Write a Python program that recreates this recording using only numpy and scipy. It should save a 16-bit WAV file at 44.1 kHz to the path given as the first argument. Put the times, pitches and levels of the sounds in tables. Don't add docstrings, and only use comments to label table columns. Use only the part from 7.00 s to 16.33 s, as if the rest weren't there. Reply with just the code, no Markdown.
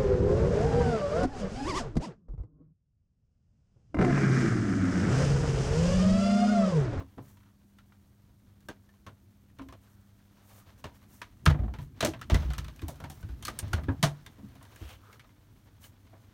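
import sys
import numpy as np
from scipy import signal
from scipy.fft import rfft, irfft, next_fast_len
from scipy.io import wavfile
from scipy.ndimage import uniform_filter1d, map_coordinates

SR = 44100
rng = np.random.default_rng(int(sys.argv[2]) if len(sys.argv) > 2 else 0)


def generate_wav(signal):
    frames = np.transpose(np.atleast_2d(signal))
    scaled = np.clip(frames, -1, 1) * 32767
    pcm = np.round(scaled).astype(np.int16)
    wavfile.write(sys.argv[1], SR, pcm)


def undo_db(level):
    steps = np.asarray(level, float) / 20
    return 10 ** steps


N = 411453

# time in seconds, rumble level in dB.
SHIFTING = [(0, -61), (1.2, -61.5), (2.6, -60), (3.3, -61.5), (4.4, -56), (4.5, -34.5), (4.9, -51.5),
            (5.3, -47.5), (5.7, -51.5), (6.2, -52), (6.9, -42), (7.2, -54.5), (8.2, -59.5), (9.33, -57.5)]
# time in seconds, rubbing level in dB.
HANDLING = [(0, -70.5), (0.4, -75.5), (2.6, -75), (3.4, -70), (4.6, -71), (4.9, -76), (5.2, -72),
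            (5.5, -60), (5.85, -65), (6.3, -64.5), (7.1, -64.5), (7.5, -66), (8.3, -70.5), (9.33, -69)]
# peak in seconds,
# swell in seconds, fade in seconds, rubbing level in dB, swish level in dB.
STROKES = [(.255, 0.051, 0.18, -73.5, -69), (2.87, 0.069, .15, -73, -72.5), (3.58, .2, .06, -66, -64.5),
           (3.68, 0.049, 0.075, -65, -74), (3.8, 0.036, 0.026, -64, -66), (3.96, 0.037, .04, -69.5, -70),
           (4.03, 0.022, 0.023, -67, -75), (4.16, 0.093, 0.088, -70.5, -64),
           (4.795, .015, 0.096, -60.5, -64.5), (5.04, 0.079, .12, -55, -70), (5.36, .06, .17, -50, -65),
           (6.02, .15, 0.13, -68, -81), (6.145, .012, 0.058, -68, -65), (6.218, .02, .012, -70, -65),
           (6.62, 0.15, .25, -57, -70), (7.709, .05, .05, -68.5, -73), (7.9, .2, .09, -57, -64),
           (8.12, 0.12, .08, -64, -69), (8.84, .04, .07, -61, -60)]
# frequency in Hz, relative density in dB per Hz.
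RUMBLE_SPECTRUM = [(22, -1), (45, -1.5), (110, 2.5), (160, -8), (270, -8), (340, -14), (600, -42)]
# frequency in Hz, relative density in dB per Hz.
RUB_SPECTRUM = [(250, -17), (400, 1.5), (1200, -2.5), (2500, -4.5), (5000, -11.5), (8000, -22.5)]
# frequency in Hz, relative density in dB per Hz.
SWISH_SPECTRUM = [(3000, -15), (6000, 3), (8000, 3), (10500, 3.5), (12500, 3), (15900, 2.5)]
# frequency in Hz, width in Hz, gain in dB.
WOOD_RESONANCES = [(510, 23, 1.5), (657, 12, 5.5), (965, 27, 4), (1200, 350, 1.5), (1597, 33, 2.5),
                   (2130, 400, -1), (2610, 480, -3.5), (3520, 890, 0), (6200, 540, 3), (8700, 600, -1),
                   (12000, 340, -1.5)]
# frequency in Hz, rms level in dB, change in dB once out of the fore cabin.
HUM = [(48.3, -78.5, 4), (100.3, -66.5, 4.5), (200.2, -66.5, -12.5), (301, -86, 6)]
# time in seconds, share of the way (0 to 1).
LEAVING = [(4.2, 0.0089), (6.5, 1)]
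# frequency in Hz, relative density in dB per Hz.
HISS_SPECTRUM = [(300, -5), (600, 9), (1500, -10), (4900, -1), (7000, -21), (10500, -20), (14800, -20),
                 (15900, -22)]
# start in seconds, relative level in dB, deep pitch in Hz,
# hollow pitch in Hz, relative hollow level in dB.
THUDS = [(0.001, -38.5, 83, 272, -6.5), (0.174, -33, 118.4, 255, -11), (2.064, -41.5, 104, 176, -9),
         (2.6, -31, 45.6, 257, -8), (2.66, -42, 60, 267, -8), (3.85, -40.5, 85, 229, -15),
         (4.471, -4.5, 80.5, 138, -8.5), (4.54, -24, 88.8, 153, -12), (4.592, -15, 72, 145, -18.5),
         (4.647, -19.5, 72, 205, -27), (4.786, -26.5, 111.6, 144, -13.5), (5.031, -30.5, 114, 142, -6.5),
         (5.078, -31, 96, 330, 0), (5.319, -5, 70.5, 137, -18.5), (5.342, -11, 68.6, 165, -12),
         (5.4, -23.5, 61.3, 158, -9), (5.442, -19, 63.3, 142, -28), (5.489, -21, 51.7, 153.5, -15),
         (5.58, -25.5, 80, 152, -15), (5.649, -31.5, 62.6, 150, -20), (5.828, -22.5, 79, 300, -18.5),
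         (5.885, -41, 94.2, 142, -3), (6.024, -33.5, 91, 138, -9), (6.087, -40, 86.1, 168, -8),
         (6.234, -25.5, 98, 145, -21), (6.29, -26.5, 66.7, 297, -35), (6.628, -22.5, 99.6, 158, -22),
         (6.667, -31, 96, 143, -36), (6.734, -14.5, 85, 172, -31), (6.786, -32, 81.4, 258, -17),
         (6.828, -28, 83.4, 144.8, -12), (6.884, -12.5, 102.5, 278, -13), (6.949, -41, 86.1, 256, -12),
         (6.99, -40, 117, 151, -3), (7.032, -22.5, 116.4, 155, 1), (7.385, -47, 100, 235, -4),
         (7.432, -35.5, 111, 231, -6), (7.549, -47, 115, 247, -3.5), (7.813, -28.5, 75.6, 320, -22.5)]
# frequency in Hz, relative level in dB, free t60 in seconds.
PANEL_MODES = [(48, -7, 0.45), (59.1, 0.5, 0.89), (64.6, 2, 0.56), (80.4, 1.5, 0.42), (88.5, 1, 0.32),
               (97.8, 1.5, 0.35), (125.4, -1, 0.35), (145.2, -0.5, 0.51), (152, 3, 0.17), (205, 12, 0.15),
               (222, -17, 0.11), (270.6, 3.5, 0.28), (320.8, 8, 0.14), (385, -5.5, 0.19)]
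# start in seconds, relative level in dB, relative hollow body level in dB,
# relative metal edge level in dB, strongest ring in Hz.
KNOCKS = [(0.0014, -40.5, 0.5, -24.5, 1063), (0.1788, -43, 5, -34, 1025), (0.37, -51, -30, -20, 970),
          (0.7853, -44, -26, -20, 1390), (0.921, -49.5, -27, -33, 1373), (1.6048, -57, -18, -7, 1640),
          (1.6856, -29.5, -4.5, -19, 1590), (1.8893, -52.5, -12, -19, 1780),
          (2.0643, -35.5, -7, -22.5, 1094), (2.0824, -45.5, -4, -23, 1430), (2.5859, -42, -2.5, -21, 840),
          (2.5943, -36, -8, -44, 1040), (2.6165, -46.5, 0, -17, 1050), (2.6859, -42, -9, -20, 1040),
          (2.7244, -41.5, -3.5, -19.5, 1080), (2.8346, -57.5, -13, -20, 1020), (3.8407, -28, -7, -23, 975),
          (4.2158, -26.5, -20.5, -23, 993), (4.4556, -33, 2.5, -5, 725), (4.4606, -7, -17, -26, 1266),
          (4.4999, -22.5, -3, -25, 1960), (4.7375, -34.5, -8, -24, 848), (4.7864, -37, -12, -28, 976),
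          (5.006, -15.5, -16, -16, 4010), (5.0267, -17.5, -6.5, -22.5, 660), (5.048, -19, -2, -8, 601),
          (5.1353, -31.5, -13.5, -30, 659), (5.1915, -45, -22, -20, 1095), (5.2135, -28, -17, -20.5, 1290),
          (5.2988, -21, -5, -20, 657), (5.3434, -18, -7.5, -18, 2000), (5.4263, -43, -1, -22, 620),
          (5.5026, -32, -13, -20.5, 725), (5.5341, -31, -21, -17.5, 1296), (5.581, -27, -18, -15, 1300),
          (5.644, -36, -25, -18, 1310), (5.681, -37.5, -30, -20, 620), (5.7606, -52, -19, -6, 5930),
          (5.791, -39, -36, -20, 2460), (5.8173, -38.5, -4.5, -15.5, 1040), (5.8822, -37.5, 2.5, -2, 600),
          (5.956, -48.5, -20, -11, 726), (6.0011, -39.5, 2, -17, 1380), (6.0392, -34, -3, -22, 926),
          (6.0984, -39, -6.5, -4.5, 763), (6.227, -42.5, -9, -18, 1520), (6.2884, -44, -10, -19, 1474),
          (6.425, -33.5, -15, -10.5, 3170), (6.4507, -25.5, -39, -6.5, 4265), (6.4696, -34, -19, -10, 4460),
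          (6.4807, -23.5, -11, -15.5, 1212), (6.589, -26, -14, -2, 9000), (6.627, -39.5, -7, -29, 596),
          (6.68, -43, -30, -16, 4370), (6.7312, -20, -8.5, -18, 1440), (6.779, -34, -4, -36, 610),
          (6.8346, -40, -16, -20.5, 1200), (6.8845, -27.5, -2.5, -43, 1645), (6.8929, -36.5, 0.5, -54, 766),
          (7.0276, -12, -10, -13.5, 1135), (7.0358, -16, -5.5, -15, 663), (7.2623, -34, -15, -17.5, 3630),
          (7.3859, -57.5, 6.5, -16, 1400), (7.486, -56, -18, -11, 4500), (7.5532, -48, -8, -17, 692),
          (7.6092, -44, -10, -36, 1060), (7.6266, -50, -14, -6.5, 740), (7.651, -46, -22, -20, 950),
          (7.7598, -41.5, -18, -14.5, 1680), (7.8888, -41, -30, -12, 740), (8.1272, -41, -15, -15.5, 2150),
          (8.1948, -38, -37, -21, 2265), (8.242, -47.5, -11, -32, 1017), (8.2913, -52.5, -17, -26, 2120),
          (8.839, -40, -26, -12.5, 3000), (9.0668, -52, -26, -21, 2130), (9.1297, -49, -1, -41, 657)]
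# first start
# in seconds, spacing in seconds, first relative level in dB, loss per repeat in dB, ring in Hz.
CHATTER = [(0.4028, .028, -55, 1, 946), (4.5434, .0452, -36, 3, 730)]
# frequency in Hz, relative density in dB per Hz.
DOOR_SPECTRUM = [(250, 5), (400, 3), (1000, -3.5), (1800, -4.5), (2800, -5), (6000, -16.5), (10000, -23),
                 (16000, -32.5)]
# frequency in Hz, relative density in dB per Hz.
LOCKER_SPECTRUM = [(250, 0), (450, -4), (1000, -3), (1800, -0.5), (2800, -2.5), (6000, -12), (10000, -14),
                   (16000, -26.5)]
# frequency in Hz, relative level in dB, t60 in seconds.
DOOR_MODES = [(454, -20, .12), (601.4, 11, 0.088), (668, -3, 0.45), (810, 0, 0.095), (926, -19, 0.14),
              (1040, 10, 0.16), (1190, 12.5, 0.048), (1337, -16, 0.12), (1576, 4, .1), (1780, 16, 0.057),
              (1960, -11, 0.097), (2366, 8, 0.094), (2800, -13, .06), (3930, -15, 0.036)]
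# frequency in Hz, relative level in dB, t60 in seconds.
LOCKER_MODES = [(448, -11, .12), (657, 8, 0.18), (790, -9, 0.086), (900, -8.5, 0.088), (1040, 10.5, 0.057),
                (1225, 9.5, 0.1), (1187, -21, .1), (1480, -16, 0.093), (1640, 10.5, 0.12),
                (1760, -27, 0.088), (2080, -9, .09), (2480, -9, .07), (2800, -15, .06), (3360, -9, .07),
                (4500, -4, .07)]
# peak in seconds, swell in seconds, fade in seconds, level in dB, centre in Hz.
NARROW_RUBS = [(0.43, .08, .12, -77, 1350), (2.9, .08, .2, -76, 1500), (3.45, .15, .15, -74, 760),
               (3.6, .2, .2, -73, 1250), (5.45, .1, .3, -64, 1100), (7.18, .1, .1, -74, 1450),
               (7.6, 0.092, .15, -72, 1500), (7.91, .15, .07, -60, 3100), (8.09, .1, .1, -62, 1300),
               (8.11, .06, .07, -64, 470)]
# share of the centre pitch, relative density in dB per Hz.
NARROW_SPECTRUM = [(.52, -29), (.78, -3), (1, 2), (1.22, -9), (1.7, -32)]
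# frequency in Hz, width in Hz, gain in dB.
MIC_DIPS = [(4880, 260, -3.5), (7720, 1040, -2.5), (10430, 950, -6)]

LOCKER_FROM_S = 5.75
NOMINAL_T60_S, PITCH_DAMPING, HOLLOW_GROWTH_PER_DB = 0.14, 0.23, 0.0045
TICK_LOWEST_DB, TICK_SPREAD_DB, TICK_CENTRE_HZ = -61.5, 4, 1500
PRESSED_RING, FREER_PER_DB = 0.48, 0.0095
CLOTH_DB, CLOTH_FOLLOWS = -75, 0.47
SWELL_FADE_DB = 16


def unit(x):
    return x / np.sqrt(np.mean(x ** 2, -1, keepdims=True) + 1e-20)


def along(points, hz):
    f, v = np.transpose(points)
    return np.interp(np.log(hz + 1), np.log(f + 1), v, right=-120)


def bumps(hz, resonances):
    return undo_db(sum(db / (1 + ((hz - centre) / width * 2) ** 2) for centre, width, db in resonances))


def wobble(knots_per_s):
    knots = rng.standard_normal(int(N * knots_per_s / SR) + 4)
    return map_coordinates(knots, [np.arange(N) * knots_per_s / SR])


def coloured(x, gain):
    size = x.shape[-1]
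    return unit(irfft(rfft(x) * gain(np.fft.rfftfreq(size, 1 / SR)), size))


def noise(spectrum, grit_db, resonances=()):
    size = next_fast_len(N)
    white = rng.standard_normal(size)
    white[:N] *= undo_db(grit_db * (wobble(300) + wobble(40)))
    return coloured(white, lambda hz: undo_db(along(spectrum, hz)) * bumps(hz, resonances))[:N]


def laid_out(start_s, sounds):
    at = np.round(start_s * SR).astype(int)[:, None] + np.arange(sounds.shape[1])
    return np.bincount(at.ravel(), sounds.ravel(), N + SR)[:N]


def swell_and_fade(peak_s, swell_s, fade_s):
    t = np.arange(N) / SR
    away = np.where(t < peak_s, (peak_s - t) / abs(swell_s), (t - peak_s) / abs(fade_s))
    return undo_db(-SWELL_FADE_DB * np.minimum(away, 3) ** 2.17)


def handling():
    t = np.arange(N) / SR
    rumble = undo_db(np.interp(t, *np.transpose(SHIFTING)))
    busy_db = np.interp(t, *np.transpose(HANDLING))
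    rub = undo_db(busy_db)
    swish = undo_db(CLOTH_DB + CLOTH_FOLLOWS * (busy_db + 69.5))
    uneven_db = 1.35 * wobble(22)
    for peak_s, swell_s, fade_s, rub_db, swish_db in STROKES:
        burst = undo_db(uneven_db) * swell_and_fade(peak_s, swell_s, fade_s)
        rub = np.hypot(rub, burst * undo_db(rub_db))
        swish = np.hypot(swish, burst * undo_db(swish_db))
    hull = rumble * noise(RUMBLE_SPECTRUM, grit_db=1.4)
    rubbing = rub * noise(RUB_SPECTRUM, grit_db=1.5, resonances=WOOD_RESONANCES)
    swishing = swish * noise(SWISH_SPECTRUM, grit_db=1.0)
    return hull + rubbing + swishing


def hum():
    t = np.arange(N) / SR
    way_out = np.interp(t, *np.transpose(LEAVING))
    total = 0
    for hz, db, change_db in HUM:
        level = undo_db(db + change_db * way_out + 1.2 * wobble(4.2))
        total = total + level * np.sqrt(2) * np.sin(2 * np.pi * hz * t + 0.6 * wobble(1.5))
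    return total


def hiss():
    return undo_db(-83.0) * noise(HISS_SPECTRUM, grit_db=-0.8)


def thuds():
    start_s, db, deep_hz, hollow_hz, hollow_db = np.transpose(THUDS)[:, :, None]
    free_share = np.clip(PRESSED_RING - FREER_PER_DB * db, 0.1, 3)
    t = np.arange(SR // 2) / SR
    ring = 0
    for hz, mode_db, t60_s in PANEL_MODES:
        near = lambda centre_hz, octaves: undo_db(mode_db - 8.4 * (np.log2(hz / centre_hz) / octaves) ** 2)
        gain = near(deep_hz, 0.31) + undo_db(hollow_db + 7.0) * near(hollow_hz, 0.22) + undo_db(mode_db - 24.0)
        envelope = undo_db(-60 * t / (t60_s * free_share)) * (1 - np.exp(-t * hz / 0.85))
        ring = ring + gain * envelope * np.sin(2 * np.pi * hz * t)
    return laid_out(start_s[:, 0], undo_db(db - 6.5) * ring * np.cos(np.pi * t) ** 2)


def contacts():
    repeats = [(start_s + k * gap_s, db - k * loss_db, body_db, edge_db, hz)
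               for k in range(4)
               for (start_s, gap_s, db, loss_db, hz), body_db, edge_db in zip(CHATTER, (-23, 2), (-21, -40))]
    ticks = [(when * N / SR, TICK_LOWEST_DB + TICK_SPREAD_DB * size, -17, -21,
              TICK_CENTRE_HZ * 2 ** (2 * pitch - 1))
             for when, size, pitch in rng.random((8, 3))]
    return np.array(KNOCKS + repeats + ticks)


def ringing(modes, t, body_db, ring_hz):
    hz, db, t60_s = np.transpose(modes)
    near_db = 8 / (1 + (np.log2(hz / ring_hz) / 0.067) ** 2)
    chance_db = 2.8 * rng.standard_normal((len(ring_hz), len(hz)))
    weight = undo_db(db + near_db + (body_db + 11.0) * (hz < 1000) + chance_db)
    weight = weight / np.sqrt(np.sum(weight ** 2 * (hz > 1000), 1, keepdims=True))
    return weight @ (undo_db(-60 * t / t60_s[:, None]) * np.sin(2 * np.pi * hz[:, None] * t))


def knocks():
    start_s, db, body_db, edge_db, ring_hz = contacts().T[:, :, None]
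    t = np.arange(2 ** 14) / SR
    at_door = start_s < LOCKER_FROM_S
    white = rng.standard_normal((len(start_s), len(t)))

    def struck(hz):
        spectrum_db = np.where(at_door, along(DOOR_SPECTRUM, hz), along(LOCKER_SPECTRUM, hz))
        return undo_db(spectrum_db) * bumps(hz, WOOD_RESONANCES) * bumps(hz, [(ring_hz, 0.091 * ring_hz, 9)])

    soft = lambda hz: undo_db(0.4 * (edge_db + 18.5) * np.log2(hz / 1500 + 0.1))
    light = lambda hz: undo_db(-0.3 * (db + 22.5) * np.log2(hz / 8000 + 0.1))
    lowpass = lambda hz, corner_hz: 1 / (1 + (hz / corner_hz) ** 6)
    highpass = lambda hz, corner_hz: 1 / (1 + (corner_hz / (hz + 1)) ** 6)
    body = coloured(white, lambda hz: struck(hz) * lowpass(hz, 1000))
    middle = coloured(white, lambda hz: struck(hz) * soft(hz) * highpass(hz, 1000) * lowpass(hz, 6000))
    edge = coloured(white, lambda hz: struck(hz) * light(hz) * highpass(hz, 6000))

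    pitch_factor = (ring_hz / 1000) ** -PITCH_DAMPING
    life_s = np.clip(NOMINAL_T60_S * pitch_factor * (1 + HOLLOW_GROWTH_PER_DB * body_db), 0.01, 0.6)
    fade = lambda longer, rise_s: undo_db(-60 * t / (longer * life_s)) * (1 - np.exp(-t / rise_s))
    crack = lambda size: 1 + size * undo_db(-60 * t / 0.02)
    sound = undo_db(body_db + 9) * body * fade(1.11, 0.002)
    sound = sound + crack(0.72) * middle * fade(0.87, 0.0012)
    sound = sound + undo_db(edge_db + 5.0) * crack(2.2) * edge * fade(0.96, 0.00031)
    cabin = 1 + undo_db(-25.5 + 60 * t / life_s - 60 * t / np.maximum(0.28, life_s))
    rattle = undo_db(1.59 * unit(uniform_filter1d(rng.standard_normal(white.shape), size=160)))

    modes = np.where(at_door, ringing(DOOR_MODES, t, body_db, ring_hz),
                     ringing(LOCKER_MODES, t, body_db, ring_hz))
    own_note = undo_db(-60 * t * np.sqrt(ring_hz / 1000) / 0.12) * np.sin(2 * np.pi * ring_hz * t)
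    tonal = (modes + 1.36 * own_note) * fade(1.43, 0.0026)
    return laid_out(start_s[:, 0], undo_db(db - 13.5) * (sound * cabin * rattle + tonal))


def narrow_rubbing():
    return sum(undo_db(db) * swell_and_fade(peak_s, swell_s, fade_s)
               * noise(np.multiply(NARROW_SPECTRUM, [hz, 1]), grit_db=1.5)
               for peak_s, swell_s, fade_s, db, hz in NARROW_RUBS)


def scene():
    return (handling() + hum() + thuds() + knocks() + narrow_rubbing())[None]


def roll_off(x):
    return signal.sosfilt(signal.butter(12, 16800, fs=SR, output="sos"), x)


def record(dry):
    size = next_fast_len(N + SR)
    hz = np.fft.rfftfreq(size, 1 / SR)
    bass_cut = -hz ** 2 / (42 ** 2 - hz ** 2 + 1.3j * hz * 42)
    response = bass_cut * bumps(hz, MIC_DIPS) * (hz < 16700)
    mix = irfft(rfft(dry + hiss(), size) * response, size)[:, :N]
    return roll_off(mix)


dry = scene()
out = record(dry)
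generate_wav(out)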